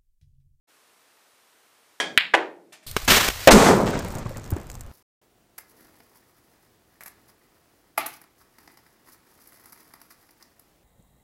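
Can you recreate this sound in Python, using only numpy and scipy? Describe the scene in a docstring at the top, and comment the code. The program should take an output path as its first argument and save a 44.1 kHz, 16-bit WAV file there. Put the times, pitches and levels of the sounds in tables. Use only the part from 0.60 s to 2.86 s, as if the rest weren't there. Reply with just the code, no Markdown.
"""A snooker shot in a quiet club room: the cue strikes the white ball and rings, the white clicks
against a red, and the red clatters into a pocket, making the table boom. The rolling balls rumble
softly, and two faint taps follow. Walls and ceiling throw each hit back. The microphone overloads
on the loudest hits, and its gain control turns everything down, so the background hiss drops too."""
import sys
import numpy as np
from scipy import signal
from scipy.fft import rfft, irfft, next_fast_len
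from scipy.io import wavfile
from scipy.ndimage import uniform_filter1d

SR = 44100
rng = np.random.default_rng(int(sys.argv[2]) if len(sys.argv) > 2 else 0)


def dump_mix(stems):
    """Bounce the given channels to the path in sys.argv[1] as a 16-bit WAV at rate SR."""
    frames = np.atleast_2d(stems).T  # one column per channel
    limited = np.clip(frames, -1, 1)  # hard clip at full scale
    pcm = np.round(limited * 32767).astype(np.int16)
    wavfile.write(sys.argv[1], SR, pcm)


N = 99886
CUE_S, CLICK_S = 1.4006, 1.5759  # when the cue hits the white, and the white hits the red


def amp(db):
    """Turns decibels into a number to multiply a sound by."""
    return 10 ** (np.asarray(db) / 20)


def unit(x):
    """Scales a sound to an energy of one, so the levels that shaped it only set its tone."""
    return x / np.sqrt(np.sum(x ** 2) + 1e-20)


def read(points, hz):
    """Looks up a value between a table's rows, with frequency spaced by octaves."""
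    f, value = np.transpose(points)
    return np.interp(np.log(hz + 1), np.log(f + 1), value)


def add(mix, s, sound, db=0):
    """Mixes a sound in at s seconds, turned up or down by db."""
    part = mix[max(round(s * SR), 0):][:len(sound)]
    part += amp(db) * sound[:len(part)]


def fade(t, t60):
    """A dying-away curve: t60 is the time it takes to fall by 60 dB."""
    return np.exp(-np.log(1000) * t / t60)


def noise(colour):
    """Steady noise of power one; its colour says how strong each frequency is."""
    size = next_fast_len(N, True)
    gain = amp(read(colour, np.fft.rfftfreq(size, 1 / SR)))
    x = irfft(rfft(rng.standard_normal(size)) * gain, size)[:N]
    return x / x.std()


def pulse(colour, size=4096):
    """One sharp hit: the shortest pulse with the given colour."""
    log_gain = np.log(amp(read(colour, abs(np.fft.fftfreq(size, 1 / SR)))))
    spectrum = np.exp(np.conj(signal.hilbert(log_gain)))  # packs the energy at the start
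    return unit(np.fft.ifft(spectrum).real[:size // 2])


def ring(modes):
    """A struck object rings with its own set of fading tones, called modes."""
    t = np.arange(SR // 2) / SR
    return unit(sum(amp(db) * fade(t, t60) * np.sin(2 * np.pi * hz * t + k * np.pi)
                    for k, (hz, db, t60) in enumerate(modes)))


def scatter(x, t60, rise_s, size=6000):
    """Smears a sound into a short, dense burst of echoes."""
    t = np.arange(size) / SR
    burst = rng.standard_normal(size) * (1 - np.exp(-t / rise_s)) * fade(t, t60)
    return unit(signal.fftconvolve(x, burst))


def room(x, full_s=.05, rise_s=.014, size=256):
    """The room's echoes thicken until full_s; low notes linger and high ones die first."""
    # how long the room rings (f/Hz, t60/s)
    decay_times = [(100, 0.61), (200, 0.59), (400, 0.6), (1000, 0.34), (2800, 0.3), (7000, 0.32),
                   (11000, 0.16), (15000, .2)]
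    age = np.arange(SR) / SR
    chance = np.clip((age / full_s) ** 2, .4, 1) * 8000 / SR  # up to 8000 echoes a second
    echoes = (rng.random(SR) < chance) * rng.choice([-1., 1.], SR) / np.sqrt(chance)
    hz, t, bands = signal.stft(echoes, SR, nperseg=size)
    bands = bands * fade(t, read(decay_times, hz)[:, None])
    tail = signal.istft(bands, SR, nperseg=size)[1][:SR]
    return unit(signal.fftconvolve(x, tail * (1 - np.exp(-age / rise_s))))


def hiss(level_db=-61, start_s=.072):
    """Steady room noise and microphone hiss, with thin, wavering electrical whines."""
    # room noise and hiss (f/Hz, level/dB)
    colour = [(18, -67.5), (30, -35.5), (107, -13.5), (190, -11.5), (222, -8), (426, -2), (460, -2),
              (567, -3.5), (1110, -1.5), (7430, -11.5), (9390, -10.5), (10700, -13), (15000, -16)]
    # electrical whines (f/Hz, width/Hz, level/dB)
    whines = [(7900, 15, -84.5), (9600, 200, -80), (12020, 3.2, -80.5)]
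    t = np.arange(N) / SR
    steady = amp(level_db) * noise(colour)
    for hz, width, db in whines:
        drift = np.cumsum(rng.standard_normal(N)) * np.sqrt(2 * np.pi * width / SR)
        steady += amp(db) * np.sqrt(2) * np.sin(2 * np.pi * hz * t + drift)
    return steady * np.clip((t - start_s) / .02, 0, 1)


def rolling(rise_s=.06, fade_db_per_s=27.5):
    """A low rumble starts as each ball sets off and fades as it slows."""
    # balls rolling on cloth over slate (f/Hz, level/dB)
    colour = [(40, -49), (100, -23), (140, -5), (175, 2), (230, -2), (350, -2.5), (600, -14), (1200, -29),
              (4000, -46.5), (16000, -70)]
    # the white sets off, then the red (t/s, level/dB)
    starts = [(1.405, -42.5), (1.58, -51.5)]
    out = np.zeros(N)
    for s, db in starts:
        age = np.maximum(np.arange(N) / SR - s, 0)
        out += noise(colour) * np.minimum(age / rise_s, 1) * amp(db - fade_db_per_s * age)
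    return out


def taps():
    """Light, distant taps on wood, heard mostly through their echoes."""
    # taps across the table (t/s, level/dB)
    hits = [(2.1226, -10.5), (2.226, -22)]
    # one tap (f/Hz, level/dB)
    colour = [(50, -39), (150, -22), (350, -7), (480, -26), (630, 2.5), (1000, -4), (2200, 1.5),
              (4000, -3.5), (6500, -5), (10000, -6.5), (15000, -17)]
    # tones of the tapped wood (f/Hz, level/dB, t60/s)
    wood_modes = [(630, -4.5, 0.25), (1790, -8, 0.25), (2350, -4, .15), (2700, -5, 0.13), (3460, -5.5, .12)]
    out, tap = np.zeros(N), pulse(colour)
    for s, db in hits:
        add(out, s, scatter(tap, t60=.095, rise_s=.011), db)
        add(out, s, ring(wood_modes), db - 3)
        add(out, s, room(tap), db)
    return out


def cue(low_cut_hz=120):
    """The cue's tip thuds on the white and its shaft rings; both echo round the room."""
    # thud of the tip (f/Hz, level/dB)
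    thud_colour = [(40, -48), (100, -33), (170, -15.5), (350, -2), (700, -0.5), (1400, -6.5), (2200, 1),
                   (2800, -14), (3300, -3), (4000, -10.5), (6000, -14.5), (9500, -19), (12500, -34),
                   (16000, -38)]
    # tones of the shaft and tip (f/Hz, level/dB, t60/s)
    shaft_modes = [(1308, -8.5, .15), (1662, 7, 0.12), (1930, -15.5, 0.054), (2490, -20.5, 0.15),
                   (2460, -2, 0.17), (3083, -4, 0.12), (3088, 4, .14), (3268, 3.5, 0.2), (3540, -3.5, 0.11),
                   (4650, -14, 0.43), (5260, -14.5, 0.15), (5798, -14, 0.13), (7980, -17.5, .14)]
    out, thud, shaft = np.zeros(N), pulse(thud_colour), ring(shaft_modes)
    # the deep part of the thud arrives only through the room
    direct = signal.lfilter(*signal.butter(2, low_cut_hz, "high", fs=SR), thud)
    add(out, CUE_S, scatter(direct, t60=.12, rise_s=.00038), db=6)
    add(out, CUE_S, shaft, db=5)
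    add(out, CUE_S, room(thud), db=4)
    early_ring = shaft * np.exp(-np.arange(len(shaft)) / SR / .024)
    add(out, CUE_S, room(early_ring), db=2)
    return out


def ball_click(level_db=17.5, contact_s=.00029, echo_cutoff_hz=5430):
    """Two hard balls squeeze together and spring apart in one click; duller echoes follow."""
    # how the balls turn that push into sound (f/Hz, level/dB)
    click_colour = [(60, -48.5), (300, -34), (800, -18), (1200, -12.5), (1800, 0), (2600, 1.5), (4000, 1),
                    (6000, -6.5), (8000, -5.5), (11000, 5.5), (15000, 6)]
    # echoes from table, ceiling and walls (delay/s, level/dB)
    echoes = [(.0006, -10.5), (.0035, -7), (.0078, -2), (.0108, -6), (.0336, -7), (.0462, -17), (.051, -25)]
    # a thin, bright tick just after the click (f/Hz, level/dB)
    tick_colour = [(100, -39.5), (5000, -27), (8000, 1.5), (9500, -6), (11000, 3.5), (12700, -12),
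                   (14500, -2), (16000, -6.5)]
    out, t = np.zeros(N), np.arange(SR // 500) / SR
    force = np.maximum(np.sin(np.pi * np.minimum(t / contact_s, 1)), 0) ** 1.5
    click = unit(np.convolve(force, pulse(click_colour)))
    dull_click = signal.lfilter(*signal.butter(2, echo_cutoff_hz, fs=SR), click)
    add(out, CLICK_S, click, level_db)
    for delay, db in echoes:
        add(out, CLICK_S + delay, dull_click, level_db + db)
    add(out, CLICK_S, scatter(click, t60=.03, rise_s=.00033), level_db + .5)
    add(out, CLICK_S, room(click), level_db - .5)
    tick = scatter(pulse(tick_colour), t60=.006, rise_s=.0001)
    add(out, CLICK_S + .0028, tick, db=3.5)
    return out


def pocket(frame_t60=.079):
    """The red rattles in the pocket; its hardest knock makes the frame ring and the table boom."""
    # the red knocking about (t/s, level/dB)
    knocks = [(1.7366, -22), (1.7384, -5.5), (1.7409, 2.5), (1.7443, -4.5), (1.744, -22), (1.7484, -7),
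              (1.7500, -3.5), (1.7503, 0), (1.7554, -27)]
    # one knock (f/Hz, level/dB)
    knock_colour = [(60, -34.5), (200, -38), (450, 7), (900, 1.5), (1800, 12.5), (2800, -8.5), (4500, -28),
                    (7000, -21), (11000, -51.5), (16000, -65)]
    # the rattle around each knock (f/Hz, level/dB)
    rattle_colour = [(60, -39), (250, -22), (500, 3.5), (1000, 6.5), (1200, -10.5), (1800, -3.5), (2800, 3),
                     (4800, -12.5), (6500, -16.5), (11000, -27.5), (16000, -42.5)]
    # tones of the pocket's frame (f/Hz, level/dB)
    frame_modes = [(340, 1.5), (500, 3), (582, 2.5), (660, -4), (776, 11.5), (890, 6.5), (1030, 4.5),
                   (1535, 11), (1660, 2.5), (1885, -6.5), (2280, -14), (2420, 3), (3110, -10),
                   (3370, -22.5)]
    # tones of the table's body (f/Hz, level/dB, t60/s)
    table_modes = [(322, -9, .35), (366, 2.5, 0.56), (411, -4.5, .38), (475.3, 10.5, .3), (598, 3.5, 0.5),
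                   (664, -5, .45), (724, 0.5, 0.34), (827, 2, 0.24), (921, -13, .32), (962, 5, 0.24)]
    # the table's boom in the room (f/Hz, level/dB)
    boom_colour = [(50, -57), (120, -27), (240, -15.5), (330, 2.5), (400, 1), (550, -1.5), (900, 3),
                   (1200, -2.5), (1900, -1), (3000, -10), (5000, -26), (9000, -33.5), (12000, -36),
                   (15000, -65)]
    out, knock, rattle = np.zeros(N), pulse(knock_colour), pulse(rattle_colour)
    for s, db in knocks:
        add(out, s, knock, db + 20)
        add(out, s, scatter(rattle, t60=.028, rise_s=.00024), db + 12)
    hardest_s = max(knocks, key=lambda row: row[1])[0]
    frame = ring([(hz, db, frame_t60) for hz, db in frame_modes])
    add(out, hardest_s, frame, db=19.5)
    add(out, hardest_s, ring(table_modes), db=10)
    add(out, hardest_s, room(pulse(boom_colour)), db=20)
    return out


def scene():
    """The shot over the quiet room, in one channel."""
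    return (cue() + rolling() + ball_click() + pocket() + taps() + hiss())[None]


def record(dry):
    """Gain control turns loud hits down and recovers slowly; peaks clip and the top treble is cut."""
    limit_db, cut_share, recover_db_per_s, react_s = -23, .39, 1, .0063
    power_db = 10 * np.log10(abs(uniform_filter1d(dry[0] ** 2, size=200)) + 1e-12)
    wanted_cut_db = cut_share * np.maximum(power_db - limit_db, 0)
    recovery_db = np.arange(N) * recover_db_per_s / SR
    held_cut_db = np.maximum.accumulate(wanted_cut_db + recovery_db) - recovery_db
    smoothing = np.exp(-1 / (react_s * SR))
    cut_db = signal.lfilter([1 - smoothing], [1, -smoothing], held_cut_db)
    clipped = np.clip(dry * amp(-cut_db), -1, 1)
    treble_filter = signal.firwin(255, cutoff=15400, window=("kaiser", 8), fs=SR)
    return signal.oaconvolve(clipped, treble_filter[None], "same")


dry = scene()
out = record(dry)
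dump_mix(out)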